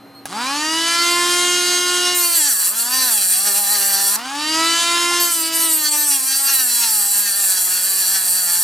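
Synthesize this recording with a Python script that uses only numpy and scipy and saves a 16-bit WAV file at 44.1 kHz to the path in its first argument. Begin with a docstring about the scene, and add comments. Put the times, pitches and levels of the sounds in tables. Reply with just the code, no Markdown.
"""Rotary tool cutting a steel pipe

A handheld rotary tool is switched on in a garage, spins up and twice cuts an exhaust pipe with an abrasive wheel.
The motor whines on multiples of its shaft speed, which sags during each cut and climbs between them.
Grit on the rim excites the pipe's resonances in nearly the same pattern on every turn;
deep in the cut, random forces replace much of that pattern and the sound turns to a rasp."""
import sys
import numpy as np
from scipy import signal
from scipy.fft import rfft, irfft, next_fast_len
from scipy.io import wavfile
from scipy.ndimage import uniform_filter1d

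SR = 44100
rng = np.random.default_rng(int(sys.argv[2]) if len(sys.argv) > 2 else 0)


def store_wav(level_fs):
    """Save 16-bit WAV to argv[1]."""
    pcm = np.round(np.clip(np.atleast_2d(level_fs), -1, 1) * 32767)
    wavfile.write(sys.argv[1], SR, pcm.T.astype(np.int16))


N = 380583
TIME = np.arange(N) / SR

# spectrum of the garage air: (frequency [Hz], relative level [dB per Hz])
AMBIENCE = [(30, -33), (100, -6), (250, 2), (500, 0), (1000, -3.5), (2000, -10), (4000, -18), (8000, -29),
            (13000, -20), (15000, -50)]
# background hum, before its share of the level curve: (frequency [Hz], level [dB])
HUM = [(120, -52), (278, -43), (774, -51.5), (1243, -55)]
# thin high chirps before the motor starts: (time [s], length [s], frequency [Hz], level of the fundamental [dB])
CHIRPS = [(0.0, 0.06, 4135, -54), (0.072, .17, 4140, -53), (0.151, 0.049, 4255, -42.5)]
# level curve that turns both motor and background hum down during the cuts: (time [s], level [dB])
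LEVEL_CURVE = [(.7, -6), (1.0, -3), (1.55, -4), (2.1, -6), (2.35, -15.5), (2.62, -28.5), (2.95, -13.5),
               (3.25, -21.5), (3.6, -18.5), (4.15, -16.5), (4.62, -2.5), (5.15, -4.5), (5.35, -13),
               (5.65, -8.5), (5.8, -16.5), (6.3, -20), (6.85, -21.5), (7.05, -24.5), (8.63, -23)]
# the power switch: (time [s], overall level [dB])
SWITCH = (.2555, -22)
# modes the switch strikes: (frequency [Hz], relative level [dB], 60 dB decay time [s])
SWITCH_MODES = [(800, 0.5, 0.0295), (1640, -3, 0.03), (3830, -19, 0.0166), (6000, -12, 0.0125),
                (8200, -6, .008), (10300, 6, 0.0076)]

FULL_SPEED = 356  # turns per s
# the freed motor runs up: (time [s], starting speed [turns per s], speed approached [turns per s])
RUN_UPS = [(.2555, 123.2, 357.2), (4.16, 209.9, 353.2)]
# time constant of the last stretch [s], and how much air drag steepens the first
SPIN_UP_S, AIR_DRAG = .319, .92
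# the shaft bogs down in the first and the second cut: (time [s], speed [turns per s])
FIRST_SAG = [(2.15, 357.4), (2.37, 337.1), (2.41, 300.8), (2.48, 283.3), (2.56, 185.6), (2.61, 187.0),
             (2.66, 165.3), (2.74, 217.5), (2.77, 229.5), (2.83, 232.0), (2.94, 258.3), (3.0, 260.1),
             (3.07, 252.9), (3.12, 223.1), (3.25, 185.3), (3.38, 188.2), (3.47, 206.8), (3.53, 195.2),
             (3.6, 207.5), (3.66, 197.1), (3.73, 210.3), (3.79, 198.5), (4.1, 198.2), (4.16, 210.6)]
SECOND_SAG = [(5.19, 349.1), (5.28, 345.8), (5.41, 325.1), (5.65, 329.7), (5.85, 300.5), (6.07, 294.7),
              (6.21, 260.9), (6.41, 274.8), (6.52, 275.4), (6.69, 241.6), (6.82, 235.1), (7.03, 200.5),
              (7.24, 205.5), (7.34, 194.1), (7.37, 202.1), (7.55, 185.0), (7.8, 181.9), (7.87, 192.8),
              (8.01, 191.2), (8.05, 183.1), (8.12, 195.9), (8.31, 178.3), (8.38, 187.5), (8.47, 173.5),
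              (8.54, 172.6), (8.63, 179.4)]

# the motor's voices: (level at full speed [dB], slope [dB per octave of speed], share of the level curve)
UNBALANCE_LAW = (-23.5, 10.5, 0.81)
WHINE_LAW = (-14.5, 6.5, 0.93)
AIR_LAW = (-17, 16, 0.84)
# the unbalance hum cancels at one speed: (speed [turns per s], width [turns per s], loss [dB])
HUM_NULL = (339, 7, 16)
# shaft multiples from fan blades and commutator: (multiple, relative level [dB])
WHINE = [(1, -2), (2, -4), (3, 0), (4, 4), (5, -1), (6, 1.5), (7, -5.5), (8, -3.5), (9, -0.5), (10, -4.5),
         (11, -4), (12, -4.5), (13, -6.5), (14, -10.5), (15, -1), (16, -9.5), (17, -13), (18, -2),
         (19, -7.5), (20, -3), (21, -9), (22, -3.5), (23, -1.5), (24, -2), (25, -15.5), (26, -5),
         (27, -8.5), (28, -8.5)]
# resonances of the plastic housing: (frequency [Hz], width [Hz], boost or cut [dB])
HOUSING = [(852, 114, 10.5), (925, 26, -0.5), (1045, 15, 8), (1370, 16, 7), (1843, 14, 10), (1985, 18, 2),
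           (2108, 5.3, -4), (2390, 33, 7.5), (2853, 17, 6), (2980, 630, 7.5), (2973, 19, -1.5),
           (3910, 210, 8.5), (4460, 22, 13), (4760, 310, 15.5), (6400, 100, 7)]
WHINE_ATTACK_S = 0.11  # the whine builds up this long after the switch
# cooling air and brush hiss: (frequency [Hz], relative level [dB per Hz])
AIR = [(40, -28), (100, -15.5), (280, -4.5), (470, -13), (800, -4.5), (1500, -1), (3000, 0), (4600, 4.5),
       (6000, 1), (8000, 0.5), (11000, -3.5), (13500, -17.5), (15500, -33)]

# wheel on the pipe: (start [s], end [s], grinding level [dB], base pipe ring relative to it [dB],
# least roughness [0-1])
CUTS = [(2.152, 4.155, -17.5, -8, .22), (5.204, 8.7, -18, -8, .02)]
# resonances of the steel pipe and wheel: (frequency [Hz], nominal width [Hz], relative level [dB])
PIPE = [(410, 42, -17), (810, 180, -12), (1350, 550, -12), (1746, 334, -4.5), (2710, 630, -10.5),
        (3332, 230, -7.5), (4073, 295, -3), (4564, 335, 1.5), (5700, 530, -2.5), (7380, 590, 8.5),
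        (8280, 1350, 7.5), (9600, 2100, 7), (11970, 1100, 2), (13040, 970, -3.5), (14530, 510, -4.5)]
# the hand eases off and the wheel nearly leaves the groove: (time [s], half length [s], loss [dB])
EASINGS = [(2.16, 0.042, 3.5), (2.294, 0.011, 4), (2.56, 0.038, 3), (2.734, 0.046, 7.5), (2.878, 0.054, 6),
           (3.137, 0.021, 0), (3.432, 0.034, 3), (3.642, 0.057, 1.5), (5.276, 0.021, 3), (5.45, 0.031, 6.5),
           (5.51, 0.023, 20), (5.67, .02, 2), (5.78, 0.024, 4), (5.904, 0.0084, 9), (6.246, 0.039, 5.5),
           (6.693, 0.082, 1.5), (7.36, 0.04, 3.5), (8.104, 0.022, 1.5)]
# chatter bursts, where the pipe's ring and the motor's whine stand out:
# (time [s], half length [s], nominal boost [dB])
CHATTER_BURSTS = [(2.41, 0.078, 4), (3.04, 0.059, 2), (3.48, 0.031, 7), (3.6, 0.032, 5), (3.72, 0.075, 4.5),
                  (3.99, 0.17, 5), (5.6, 0.031, 0.5), (5.95, 0.025, 9), (6.48, 0.094, 5), (6.85, .05, 6)]
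# share of a burst's boost that reaches the pipe's ring and the whine
BURST_RING, BURST_WHINE = 0.43, 0.97
# the lower the speed in a cut, the more the wheel rasps: roughness [0-1] at half speed, power of the law
ROUGH_AT_HALF_SPEED, ROUGH_POWER = 0.69, 1
SKIM_SAG = 0.099  # up to this sag, as a share of full speed, the wheel only skims
# the pipe rings most under a firm, even bite: (sag [share of full speed], width [same], boost [dB])
FIRM_BITE = (0.3, 0.14, 3.85)
# mean level of the top sizzle, and its greatest spread as the wheel skims [dB]
SIZZLE_DB, SIZZLE_WANDER_DB = -5, 2.5
# a skimming wheel touches unevenly: greatest spread of its ring [dB], touches per s
STUTTER_DB, STUTTER_PER_S = 3.0, 28
GRAIN_MEMORY = .955  # share of the rim's grain pattern that survives a turn
# the pinched wheel screeches: (time [s], length [s], frequency [Hz], level [dB])
SCREECHES = [(2.403, .08, 8000, -31), (3.197, 0.23, 8650, -32.5), (5.66, 0.072, 8300, -24.5),
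             (5.94, 0.13, 8450, -28)]
# the tool is brought back to the pipe: (time [s], level before the soft onset [dB], frequency [Hz],
# 60 dB decay time [s])
KNOCK = (5.113, -17, 820, .035)

# difference between the microphone ports: (frequency [Hz], nominal side minus mid [dB])
WIDTH = [(60, -15), (300, -11.5), (1000, -17), (2500, -25), (4500, -10), (6000, -14.5), (7500, -12.5),
         (10000, -2.5), (15000, -4)]
CUTOFF_HZ = 16000


def from_db(db):
    """Logarithmic level: decibels to amplitude gain."""
    return 10 ** (np.asarray(db) / 20)


def rms_one(x):
    """Power normalisation: scale to an rms of 1."""
    return x / np.sqrt(np.mean(x ** 2) + 1e-20)


def in_time(rows):
    """Linear interpolation: the columns of a curve table at every sample."""
    s, *columns = np.transpose(rows)
    return [np.interp(TIME, s, c) for c in columns]


def at_hz(points, hz):
    """Spectral envelope: gain of a table joined on a log-frequency axis."""
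    f, db = np.transpose(points)
    return from_db(np.interp(np.log(hz), np.log(f), db))


def bell(x, centre, width):
    """Lorentzian resonance: power response, 1 on top and half at half a width to either side."""
    return 1 / (1 + (2 * (x - centre) / width) ** 2)


def colour(x, gain_at):
    """Linear filtering: multiply the spectrum of x by a gain given as a function of frequency."""
    size = next_fast_len(N + 2000, True)
    hz = np.maximum(np.fft.rfftfreq(size, 1 / SR), 1)
    return irfft(rfft(x, size) * gain_at(hz), size)[..., :N]


def gate(start, end, fade):
    """Amplitude envelope: 1 between two times, with straight fades outside them."""
    return np.clip(np.minimum(TIME - start, end - TIME) / fade + 1, 0, 1)


def swells(rows):
    """Gaussian envelopes: summed bumps in dB, one for each (time, half length, dB)."""
    return sum(db * np.exp(-((TIME - s) / length) ** 2) for s, length, db in rows)


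def drift(rate):
    """Slow random modulation of rms 1: chance values joined at this rate, held after the last."""
    knots = rng.standard_normal(4000)
    return rms_one(np.interp(TIME * rate, np.arange(len(knots)), knots))


def per_turn(turns, memory, size=200):
    """Cyclic excitation of rms 1: a texture read round the shaft, each turn keeping a share of the last."""
    keep = np.clip(memory, 0, .998)
    fresh = rng.standard_normal((3200, size))
    # the first 400 turns let the texture settle
    texture = signal.lfilter([1], [1, -keep], fresh, axis=0)[400:].ravel()
    # read at twice the sample rate to limit aliasing
    place = np.interp(np.arange(2 * N) / 2, np.arange(N), turns) * size
    reading = np.interp(place, np.arange(len(texture)), texture)
    return rms_one(signal.resample_poly(reading, 1, 2))


def background():
    """Superposition: filtered noise for air, sines for hum, and chirps of three harmonics."""
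    # the air sinks over two seconds from the switch
    air_db = -46 - 9 * np.clip((TIME - SWITCH[0]) / 2.0, 0, 1)
    air = from_db(air_db) * rms_one(colour(rng.standard_normal(N), lambda hz: at_hz(AMBIENCE, hz)))
    hum = sum(from_db(db) * np.sqrt(2) * np.sin(2 * np.pi * (hz * TIME + rng.random())) for hz, db in HUM)
    hum = hum * from_db(0.7 * in_time(LEVEL_CURVE)[0])
    chirps = 0
    for start, length, hz, db in CHIRPS:
        phase = 2 * np.pi * hz * TIME + 0.5 * drift(90)
        tone = np.sin(phase) + 0.16 * np.sin(2 * phase) + 0.21 * np.sin(3 * phase)
        chirps = chirps + from_db(db) * gate(start, start + length, fade=.004) * tone
    return air + hum + chirps


def switch(scrape_s=0.0081):
    """Impulsive excitation: the slide switch snaps over and the housing's modes decay freely."""
    start, level_db = SWITCH
    age = np.maximum(TIME - start, 0)
    modes = sum(from_db(db - 60 * age / t60) * np.sin(2 * np.pi * hz * age) for hz, db, t60 in SWITCH_MODES)
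    scrape = colour(rng.standard_normal(N), lambda hz: bell(hz, 4300, 15000) * hz / (hz + 600))
    snap = from_db(-1.5) * (age > 0) * np.exp(-age / scrape_s) * scrape
    return from_db(level_db) * (modes + snap)


def shaft_speed():
    """Speed curve: a run-up law when freed, tabled speeds while cutting, corners smoothed."""
    speed = np.full(N, RUN_UPS[0][1])
    for (start, slow, top), sag in zip(RUN_UPS, (FIRST_SAG, SECOND_SAG)):
        left = np.exp(-np.maximum(TIME - start, 0) / SPIN_UP_S)
        free = top - (top - slow) * left / (1 + AIR_DRAG * (1 - slow / top) * (1 - left))
        from_start = np.where(TIME < sag[0][0], free, in_time(sag)[0])
        speed = np.where(TIME < start, speed, from_start)
    return uniform_filter1d(speed, size=900)


def voice_db(law, speed):
    """Power law of speed: level of one motor voice, plus its share of the level curve."""
    full_db, db_per_octave, share = law
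    return full_db + db_per_octave * np.log2(speed / FULL_SPEED) + share * in_time(LEVEL_CURVE)[0]


def whine(turns, speed, flutter_rate=10, dulling_db=5.5, evenness=1.0, count=42):
    """Source and filter: shaft multiples glide through housing resonances; the sum is evened out to rms 1."""
    multiple, order_db = np.transpose(WHINE)
    coarse, speed = TIME[::32], speed[::32]
    # each multiple swells and fades at random, more at low speed
    flutter_db = 2.2 + 5 * np.maximum(1 - speed / FULL_SPEED, 0)
    out, power = 0, 0
    for k in range(2, count):
        boost_db = sum(db * bell(k * speed, centre, width) for centre, width, db in HOUSING)
        # a slow motor loses its high multiples first
        dull_db = dulling_db * np.log2(speed / FULL_SPEED) * max(k / 5 - 1, 0)
        place = coarse * flutter_rate + rng.random()
        wander = np.interp(place, np.arange(400), rng.standard_normal(400))
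        # the highest multiples die away into the hiss
        fade_db = -.9 * max(k - len(WHINE), 0)
        base_db = np.interp(k, multiple, order_db)
        gain = from_db(base_db + boost_db + dull_db + fade_db + flutter_db * wander)
        out = out + np.interp(TIME, coarse, gain) * np.sin(2 * np.pi * (k * turns + rng.random()))
        power = power + gain ** 2 / 2
    return rms_one(out / np.interp(TIME, coarse, np.sqrt(power) ** evenness))


def brush_sparks(turns, speed):
    """Amplitude modulation: as the motor gains speed, brush noise sparks and rattles once a turn."""
    gain_in_speed = np.gradient(uniform_filter1d(speed, size=4000)) * SR / FULL_SPEED
    pull = np.clip(gain_in_speed, 0, 1) * speed / FULL_SPEED
    sparks = rng.standard_normal(N) * from_db(7 * np.cos(2 * np.pi * turns) + 3 * drift(120))
    response = lambda hz: (bell(hz, 1220, 660) + 0.3 * bell(hz, 4200, 6700)) * hz / (hz + 500)
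    return from_db(-31.5) * pull * rms_one(colour(sparks, response))


def motor(turns, speed):
    """Rotating source: unbalance hum, whine, and a rush of air and brushes that grows steeply with speed."""
    null_hz, null_width, null_db = HUM_NULL
    hum_db = voice_db(UNBALANCE_LAW, speed) - null_db * bell(speed, null_hz, null_width)
    hum = from_db(hum_db) * np.sqrt(2) * np.sin(2 * np.pi * turns)
    # the rotor rattles in its bearings, more below full speed, and roughens the high multiples
    play = (.0025 + .015 * (1 - speed / FULL_SPEED)) * drift(400)
    attack = np.clip((TIME - SWITCH[0]) / WHINE_ATTACK_S, 0, 1) ** 2
    whine_db = voice_db(WHINE_LAW, speed) + BURST_WHINE * swells(CHATTER_BURSTS)
    tones = attack * from_db(whine_db) * whine(turns + play, speed)
    # the brushes scrape the same commutator bars on every turn
    rush = rng.standard_normal(N) + from_db(0.5) * per_turn(turns, memory=0.93)
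    rush = rush * (1 + .6 * np.cos(2 * np.pi * turns)) * from_db(drift(40))
    air = from_db(voice_db(AIR_LAW, speed)) * rms_one(colour(rush, lambda hz: at_hz(AIR, hz)))
    air = air + brush_sparks(turns, speed)
    running = np.clip((TIME - SWITCH[0]) / 0.0041, 0, 1)
    return running * (np.sqrt(attack) * hum + tones + air)


def grit(turns, rough, runout_db=5.0, chatter_db=-1.0):
    """Contact force: a slowly wearing grain pattern plus fresh fractures, hardest once a turn by runout."""
    pattern = np.sqrt(1 - rough) * per_turn(turns, memory=GRAIN_MEMORY)
    fractures = np.sqrt(rough) * rng.standard_normal(N)
    runout = runout_db * (0.5 - 0.1 * rough) * np.cos(2 * np.pi * turns)
    # deep in the groove the wheel bounces unevenly
    chatter = chatter_db * np.sqrt(rough) * drift(650)
    pressure = from_db(runout + chatter)
    pressure = pressure / np.sqrt(uniform_filter1d(pressure ** 2, size=2000))
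    return (pattern + fractures) * pressure * from_db(1.3 * drift(50))


def pipe_response(hz):
    """Modal superposition: the pipe's resonances added in power, with steep skirts."""
    return np.sqrt(sum(from_db(db) ** 2 * bell(hz, centre, 1.05 * width) ** 2 for centre, width, db in PIPE))


def screeches(force, width_hz=600):
    """Resonant response: one mode of the pinched wheel rings out above the rasp."""
    out = 0
    for start, length, centre, db in SCREECHES:
        mode = rms_one(colour(force, lambda hz: bell(hz, centre, width_hz)))
        out = out + from_db(db) * gate(start, start + length, fade=0.11) * mode
    return out


def grinding(turns, speed, ring_edge_hz=6700, sizzle_edge_hz=11100):
    """Forced vibration: grit drives a low ring, a rasp and a top sizzle, rougher as the speed sags."""
    sag = np.maximum(1 - speed / FULL_SPEED, 0)
    skimming = sum(share * gate(start, end, fade=.008) for start, end, _, _, share in CUTS)
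    depth = np.maximum(sag - SKIM_SAG, 0) / (.5 - SKIM_SAG)
    digging = ROUGH_AT_HALF_SPEED * depth ** ROUGH_POWER
    rough = np.clip(np.maximum(skimming, digging), 0, .92)
    cutting = sum(from_db(db) * gate(start, end, fade=0.012) for start, end, db, _, _ in CUTS)
    contact = from_db(-swells(EASINGS)) * cutting
    firm_sag, firm_width, firm_db = FIRM_BITE
    ring_db = sum(db * gate(start, end, fade=0.0066) for start, end, _, db, _ in CUTS)
    ring_db = ring_db + firm_db * bell(sag, firm_sag, firm_width) + BURST_RING * swells(CHATTER_BURSTS)
    ring_db = ring_db + STUTTER_DB * (1 - rough) ** 2 * drift(STUTTER_PER_S)
    sizzle_db = SIZZLE_DB + SIZZLE_WANDER_DB * (1 - rough) ** 2 * drift(22)
    # the rim's coarse bumps drive the low ring, its fine grains the treble
    coarse, fine = grit(turns, .72 * rough), grit(turns, rough)
    above = lambda hz, edge: 1 / (1 + (edge / hz) ** 30)
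    low_band = lambda hz: (1 - above(hz, ring_edge_hz)) * hz / (hz + 120)
    middle_band = lambda hz: above(hz, ring_edge_hz) - above(hz, sizzle_edge_hz)
    ring = rms_one(colour(coarse, lambda hz: pipe_response(hz) * low_band(hz)))
    rasp = rms_one(colour(fine, lambda hz: pipe_response(hz) * middle_band(hz)))
    sizzle = rms_one(colour(fine, lambda hz: pipe_response(hz) * above(hz, sizzle_edge_hz)))
    steel = from_db(ring_db) * ring + from_db(-1.95) * rasp + from_db(sizzle_db) * sizzle
    return contact * steel + screeches(fine)


def knock():
    """Damped free vibration: one short, dull ring with a soft onset."""
    start, level_db, hz, t60 = KNOCK
    age = np.maximum(TIME - start, 0)
    soft_contact = 1 - np.exp(-age / .003)
    return from_db(level_db - 60 * age / t60) * soft_contact * np.sin(2 * np.pi * hz * age)


def reflections(x, t60, size=16000):
    """Diffuse reverberation: convolve x with a dense, dying train of echoes of unit energy."""
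    echoes = rng.standard_normal(size) * from_db(-60 * np.arange(size) / SR / t60)
    return signal.fftconvolve(x, echoes / np.sqrt(np.sum(echoes ** 2)))[:N]


def scene():
    """Direct and reflected sound: the tool is close; surfaces and walls reach the two ports differently."""
    speed = shaft_speed()
    # the shaft turns steadily at full speed and stumbles below it
    stumble = .0004 + .006 * np.maximum(1 - speed / FULL_SPEED, 0)
    turns = np.cumsum(speed * (1 + stumble * drift(60))) / SR
    direct = background() + switch() + motor(turns, speed) + grinding(turns, speed) + knock()
    mid = direct + from_db(-17) * reflections(direct, t60=.25)
    # the ports hear the direct sound a little out of phase, and the walls' echoes unalike
    phase_side = colour(direct, lambda hz: .45j * at_hz(WIDTH, hz))
    echo_side = colour(reflections(direct, t60=.2), lambda hz: .92 * at_hz(WIDTH, hz))
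    side = phase_side + echo_side
    return np.array([mid + side, mid - side])


def record(dry):
    """Saturation and band limiting: peaks are rounded, then the treble is cut above CUTOFF_HZ."""
    top = 0.75
    rounded = top * np.tanh(dry / top)
    low_pass = signal.ellip(10, .1, 80, CUTOFF_HZ, fs=SR, output="sos")
    return signal.sosfilt(low_pass, rounded)


dry = scene()
out = record(dry)
store_wav(out)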